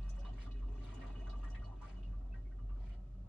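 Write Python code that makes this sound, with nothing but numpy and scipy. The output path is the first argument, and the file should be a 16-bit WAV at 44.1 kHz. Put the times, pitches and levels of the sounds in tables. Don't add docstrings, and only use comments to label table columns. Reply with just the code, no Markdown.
import sys
import numpy as np
from scipy import signal
from scipy.fft import rfft, irfft, next_fast_len
from scipy.io import wavfile
from scipy.ndimage import map_coordinates

SR = 44100
rng = np.random.default_rng(int(sys.argv[2]) if len(sys.argv) > 2 else 0)


def bounce(signal):
    frames = np.transpose(np.atleast_2d(signal))
    limited = np.clip(frames, -1, 1)
    pcm = np.round(limited * 32767).astype(np.int16)
    wavfile.write(sys.argv[1], SR, pcm)


N = 144648

# time in seconds, relative level in dB.
WATER_FLOW = [(0, -69), (.3, -73.5), (.65, -75.5), (.95, -70.5), (1.15, -70), (1.5, -72), (1.75, -79),
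              (2.0, -76), (2.25, -86), (3.28, -92.5)]
# time in seconds, relative peak level in dB, pitch in Hz.
BUBBLE_DROPS = [(.254, -47, 1200), (.385, -54.5, 2100), (.466, -51.5, 1220), (.625, -52.5, 1116),
                (.89, -53.5, 1223), (.928, -51, 1025), (1.016, -50.5, 1844), (1.034, -47.5, 1280),
                (1.273, -44, 1304), (1.335, -48, 1150), (1.435, -46, 1272), (1.447, -48.5, 1773),
                (1.552, -45.5, 1936), (1.625, -51, 1225), (1.673, -50, 816), (1.715, -52.5, 1034),
                (1.819, -46.5, 1020), (1.831, -51, 1370), (2.132, -56.5, 1210), (2.343, -52, 1580),
                (2.518, -61.5, 1560), (2.591, -56.5, 1226), (2.70, -55, 1227), (2.765, -60.5, 1336)]


def amp(db):
    return 10 ** (np.asarray(db) / 20)

def unit(x):
    return x / np.sqrt(np.mean(x ** 2) + 1e-20)

def pan(db):
    return amp(db * np.array([[.5], [-.5]]))

def along(points, hz):
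    freqs, values = np.transpose(points)
    return np.interp(np.log(hz + 1), np.log(freqs + 1), values)

def envelope(rows):
    times, levels = np.transpose(rows)
    return amp(np.interp(np.arange(N) / SR, times, levels))

def wobble(rate):
    return map_coordinates(rng.standard_normal(200), [np.arange(N) * rate / SR], mode="wrap")

def filtered(x, response):
    n = x.shape[-1]
    padded = next_fast_len(n + SR // 10)
    return irfft(rfft(x, padded) * response(np.fft.rfftfreq(padded, 1 / SR)), padded)[..., :n]

def coloured(x, spectrum):
    return unit(filtered(x, lambda hz: amp(along(spectrum, hz))))

def add(out, start_s, x):
    i = max(0, round(start_s * SR))
    out[..., i:i + x.shape[-1]] += x[..., :max(0, N - i)]

def noise(size=N):
    # frequency in Hz, left-right correlation from -1 to 1.
    correlation = [(110, 1), (330, 0.87), (650, -0.16), (1300, 0.32), (2800, 0.07), (5500, -0.14),
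                   (11000, -0.6)]
    def mid_side_gains(hz):
        angle = np.arccos(np.clip(along(correlation, hz), -1, 1)) / 2
        return np.array([np.cos(angle), np.sin(angle)])
    mid, side = filtered(rng.standard_normal((2, size)), mid_side_gains)
    return np.array([mid + side, mid - side])

def rumble(modes):
    def response(f):
        return sum(amp(db) / (1 + ((f - hz) / half_width) ** 2) for hz, half_width, db in modes)
    return unit(filtered(noise(), response))

def in_tub(x, tail_db=8):
    # frequency in Hz, time to decay by 60 dB in seconds.
    decay_times = [(300, 0.42), (1500, 0.088), (5000, 0.1), (12000, 0.063)]
    hz, t, spectra = signal.stft(noise(size=SR // 6), SR, nperseg=256)
    tail = signal.istft(spectra * amp(-60 * t / along(decay_times, hz)[:, None]), SR, nperseg=256)[1]
    tail *= amp(tail_db) / np.linalg.norm(tail[0])
    reflected = signal.fftconvolve(x[None], tail, axes=1)[:, :len(x)]
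    return (x + reflected) / np.hypot(1, amp(tail_db))

def bubble(t, hz, cycles, rise, attack_s):
    age = t * hz / cycles
    phase = 2 * np.pi * hz * t * (1 + rise * (age - .5) / 2)
    return np.sin(phase) * amp(-60 * age) * (1 - np.exp(-t / attack_s))

def bubbles(per_s, low_hz, high_hz, cycles, spread_db):
    when, pitch, strength = rng.random((5000, 3))[:int(per_s * N / SR)].T[..., None]
    k = np.arange(min(SR // 40, int(SR * cycles / low_hz)))
    hz = low_hz * (high_hz / low_hz) ** pitch
    gain = amp(spread_db * strength ** 3) * hz / low_hz
    rings = gain * bubble(k / SR, hz, cycles, rise=0.11, attack_s=0.00018)
    positions = (when * N).astype(int) + k
    return np.bincount(positions.ravel(), rings.ravel(), N)[:N]

def drive(hum_hz=45.6, waver_db=3.5):
    # time in seconds, rms level in dB.
    hum_levels = [(0, -36.5), (.46, -43.5), (.65, -36), (.91, -46), (1.43, -39), (1.86, -48.5),
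                  (2.07, -39.5), (2.6, -43.5), (2.71, -38), (3.07, -47)]
    # frequency in Hz, rms level in dB.
    tones = [(58, -58), (102, -61.5), (183.5, -72.5), (1284, -88.5)]
    # frequency in Hz, half-width in Hz, relative level in dB.
    cabinet_modes = [(43.3, 24, 3), (102.7, 7.4, 4), (126, 18, -4), (188.3, 13, -5.5), (274.3, 29, -15.5),
                     (364.7, 12, -16), (600, 43, -17.5)]
    t = np.arange(N) / SR
    hum = envelope(hum_levels) * np.sin(2 * np.pi * hum_hz * t)
    for hz, db in tones:
        hum += amp(db + waver_db * wobble(10)) * np.sin(2 * np.pi * hz * t + wobble(4.743))
    return np.sqrt(2) * hum + amp(-54.5) * rumble(cabinet_modes)

def room_air():
    # frequency in Hz, relative spectral level in dB.
    air_spectrum = [(25, -14.5), (80, -4.5), (170, -8), (320, -22), (620, -20.5), (900, -30.5),
                    (1260, -27.5), (1600, -36), (6000, -43.5), (12500, -51.5)]
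    return amp(-66) * coloured(noise(), air_spectrum)

def trickle(fizz_db=-0.5):
    # frequency in Hz, filter gain in dB.
    trickle_colour = [(300, -43), (600, -2), (1100, -9.5), (1550, -15), (2500, -15.5), (4100, -15),
                      (5000, -22.5), (5800, -20.5), (7900, -23.5), (9000, -33), (10400, -25.5),
                      (12500, -57)]
    stream = unit(bubbles(per_s=700, low_hz=974, high_hz=13100, cycles=13, spread_db=19))
    fizz = amp(fizz_db) * rng.standard_normal(N)
    return amp(3) * envelope(WATER_FLOW) * coloured(in_tub(stream + fizz), trickle_colour)

def steel(hz, t60, attack_s, lag_s=0.00005):
    t = np.maximum(np.arange(SR // 2) / SR - lag_s * np.array([[0], [1]]), 0)
    return np.sin(2 * np.pi * hz * t) * amp(-60 * t / t60) * (1 - np.exp(-t / attack_s))

def drum_ring(strikes_per_s=260, spread_db=3, flutter_db=3):
    # mode frequency in Hz, level in dB relative to the flow.
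    drum_modes = [(1174, -4.5), (1884, -9.5), (2542, -11), (2922, -7.5), (3603, -19), (6243, -21.5)]
    landings = rng.integers(0, N, int(strikes_per_s * N / SR))
    flow, out = envelope(WATER_FLOW), np.zeros((2, N))
    for hz, db in drum_modes:
        forces = amp(spread_db * rng.standard_normal(len(landings)))
        strikes = flow * unit(np.bincount(landings, forces, N))
        mode = steel(hz, t60=.11, attack_s=0.0033)
        ring = signal.fftconvolve(strikes[None], mode / np.linalg.norm(mode[0]), axes=1)[:, :N]
        out += amp(db + flutter_db * wobble(58)) * ring
    return out

def churn(glug_s=.178, glug_hz=565):
    # time in seconds, relative level in dB.
    rumble_levels = [(0, -78), (.3, -61.5), (1.05, -58), (1.7, -64), (2.4, -69.5), (2.75, -65.5),
                     (3.28, -83)]
    gurgle_levels = [(0, -76), (.28, -63), (.57, -74.5), (1.05, -64.5), (1.8, -65.5), (2.02, -71.5),
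                     (2.3, -65.5), (2.49, -85.5), (2.64, -70.5), (2.95, -69), (3.1, -88), (3.28, -65.5)]
    # frequency in Hz, half-width in Hz, relative level in dB.
    tub_modes = [(258.4, 22.7, -0.5), (288.7, 10, -11), (356.7, 11, -6), (417.4, 24, -9)]
    # frequency in Hz, filter gain in dB.
    gurgle_colour = [(200, -43), (450, -3), (620, 5), (780, 4.5), (1000, -2.5), (1400, -8), (2200, -39.5),
                     (5000, -60)]
    stream = bubbles(per_s=300, low_hz=416.6, high_hz=1372, cycles=18, spread_db=18)
    gurgle = envelope(gurgle_levels) * coloured(in_tub(stream), gurgle_colour)
    out = amp(-0.5) * (envelope(rumble_levels) * rumble(tub_modes) + gurgle)
    glug = bubble(np.arange(SR // 5) / SR, glug_hz, cycles=75, rise=0.054, attack_s=0.033)
    add(out, glug_s, amp(-42) * glug)
    return out

def drops(rows, cycles, rise, attack_s, lead_s, splash_db, splash_t60):
    splash_octaves, scatter_octaves, follow_s, follow_db = 0.52, 0.18, .018, -9
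    out, t = np.zeros((2, N)), np.arange(SR // 6) / SR
    for time_s, db, hz in rows:
        def splash_band(f):
            return 1 / (1 + (np.log2((f + 1) / hz) / splash_octaves) ** 2) ** 1.55
        splash = unit(filtered(rng.standard_normal(len(t)), splash_band))
        splash *= amp(splash_db - 60 * t / splash_t60) * (1 - np.exp(-t / attack_s))
        rings = bubble(t, hz, cycles, rise, attack_s)
        for late, pitch in rng.random((2, 2)):
            delayed = np.maximum(t - follow_s * late, 0)
            follower_hz = hz * 2 ** (scatter_octaves * (2 * pitch - 1))
            rings += amp(follow_db) * bubble(delayed, follower_hz, cycles, rise, attack_s)
        drop = in_tub(rings + splash)
        add(out, time_s - lead_s, amp(db) * drop / np.abs(drop).max())
    return out

def ticks():
    # time in seconds, relative peak level in dB, pitch in Hz.
    small_drops = [(.094, -54, 6030), (.158, -67.5, 7260), (.193, -63, 5560), (.251, -61, 3700),
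                   (.29, -60, 3010), (.43, -69.5, 10200), (.455, -64.5, 3570), (.514, -61, 3980),
                   (.834, -62.5, 3740), (.845, -68.5, 10100), (.943, -60, 6840), (1.297, -54, 4070),
                   (1.44, -64.5, 7000), (1.503, -60.5, 5900), (1.817, -65.5, 6150), (1.645, -61, 4460),
                   (2.03, -60, 2800)]
    return amp(1.5) * drops(small_drops, cycles=195, rise=0.076, attack_s=.005,
                            lead_s=0.0035, splash_db=-4, splash_t60=0.045)

def drum_pings(struck_hz=2922, coupling_db=-11.5, loss_db_per_octave=16, flutter_db=2.8):
    # start in seconds, relative peak level in dB.
    impacts = [(0.241, -64), (0.506, -68.5), (0.956, -65), (1.152, -63.5), (1.29, -66), (1.516, -70),
               (1.642, -67.5), (1.96, -69), (2.913, -74.5)]
    coupled_hz = (1174, 1884)
    rings = [(start_s, db, struck_hz) for start_s, db in impacts]
    for start_s, db, hz in BUBBLE_DROPS:
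        mistuning = np.abs(np.log2(np.array(coupled_hz) / hz))
        stirred_db = db + coupling_db - loss_db_per_octave * mistuning.min()
        rings.append((start_s, stirred_db, coupled_hz[mistuning.argmin()]))
    out = np.zeros((2, N))
    for start_s, db, hz in rings:
        ring = steel(hz, t60=.17, attack_s=.008)
        add(out, start_s, amp(db) * ring / np.abs(ring).max())
    return out * amp(flutter_db * wobble(58.2))

def sloshes(fall_db=19):
    # crest, rise and fall times in seconds, crest level in dB, depth from 0 (spray) to 1 (gulp).
    waves = [(.249, 0.0042, 0.051, -60, 0.79), (0.431, 0.078, 0.062, -62.5, 0.15),
             (0.859, 0.082, 0.17, -65, 0.23), (1.055, 0.099, 0.11, -60, 0.91),
             (1.888, 0.1, 0.089, -63, 0.45), (2.35, 0.019, 0.076, -68, 0.95),
             (2.916, 0.16, 0.065, -69.5, .05)]
    # frequency in Hz, filter gain in dB.
    spray_colour = [(300, -24), (1000, -3), (2500, 2.5), (6500, -7.5), (9000, -11), (12000, -20)]
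    gulp_colour = [(250, -6.5), (900, 5), (1900, -5), (12000, -55.5)]
    fine = bubbles(per_s=850, low_hz=980, high_hz=11000, cycles=5.7, spread_db=6.5)
    spray = coloured(in_tub(fine), spray_colour)
    large = bubbles(per_s=900, low_hz=462, high_hz=4540, cycles=17, spread_db=5.5)
    gulp = coloured(in_tub(large), gulp_colour)
    out, t = np.zeros((2, N)), np.arange(N) / SR
    for crest_s, rise_s, fall_s, db, depth in waves:
        from_crest = np.maximum((crest_s - t) / rise_s, (t - crest_s) / fall_s)
        swell = amp(db - fall_db * from_crest ** 2)
        out += swell * (np.sqrt(1 - depth) * spray + np.sqrt(depth) * gulp)
    return out

def plops():
    return amp(-2.5) * drops(BUBBLE_DROPS, cycles=30, rise=0.27, attack_s=.004,
                             lead_s=.006, splash_db=-9, splash_t60=0.042)

def plinks():
    # time in seconds, peak level in dB, pitch in Hz.
    last_drips = [(2.325, -61.5, 2620), (2.455, -69, 2250), (2.688, -71.5, 2810)]
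    return drops(last_drips, cycles=130, rise=0.066, attack_s=0.0091,
                 lead_s=.003, splash_db=-13, splash_t60=0.048)

def scene():
    # frequency in Hz, left minus right in dB.
    balance = [(300, -0.5), (700, 3), (1400, 0), (2800, -3), (5600, -1), (10000, 0.5)]
    drips = plops() + ticks() + plinks()
    drum = (drum_ring() + drum_pings()) * pan(-2)
    water = trickle() + drips + drum + sloshes() + churn()
    return filtered(water, lambda hz: pan(along(balance, hz))) + drive() + room_air()

def record(dry):
    low_cut_hz, top_hz = 44, 12500
    return filtered(dry, lambda hz: (hz < top_hz) / np.sqrt(1 + (low_cut_hz / (hz + 1)) ** 10))


dry = scene()
out = record(dry)
bounce(out)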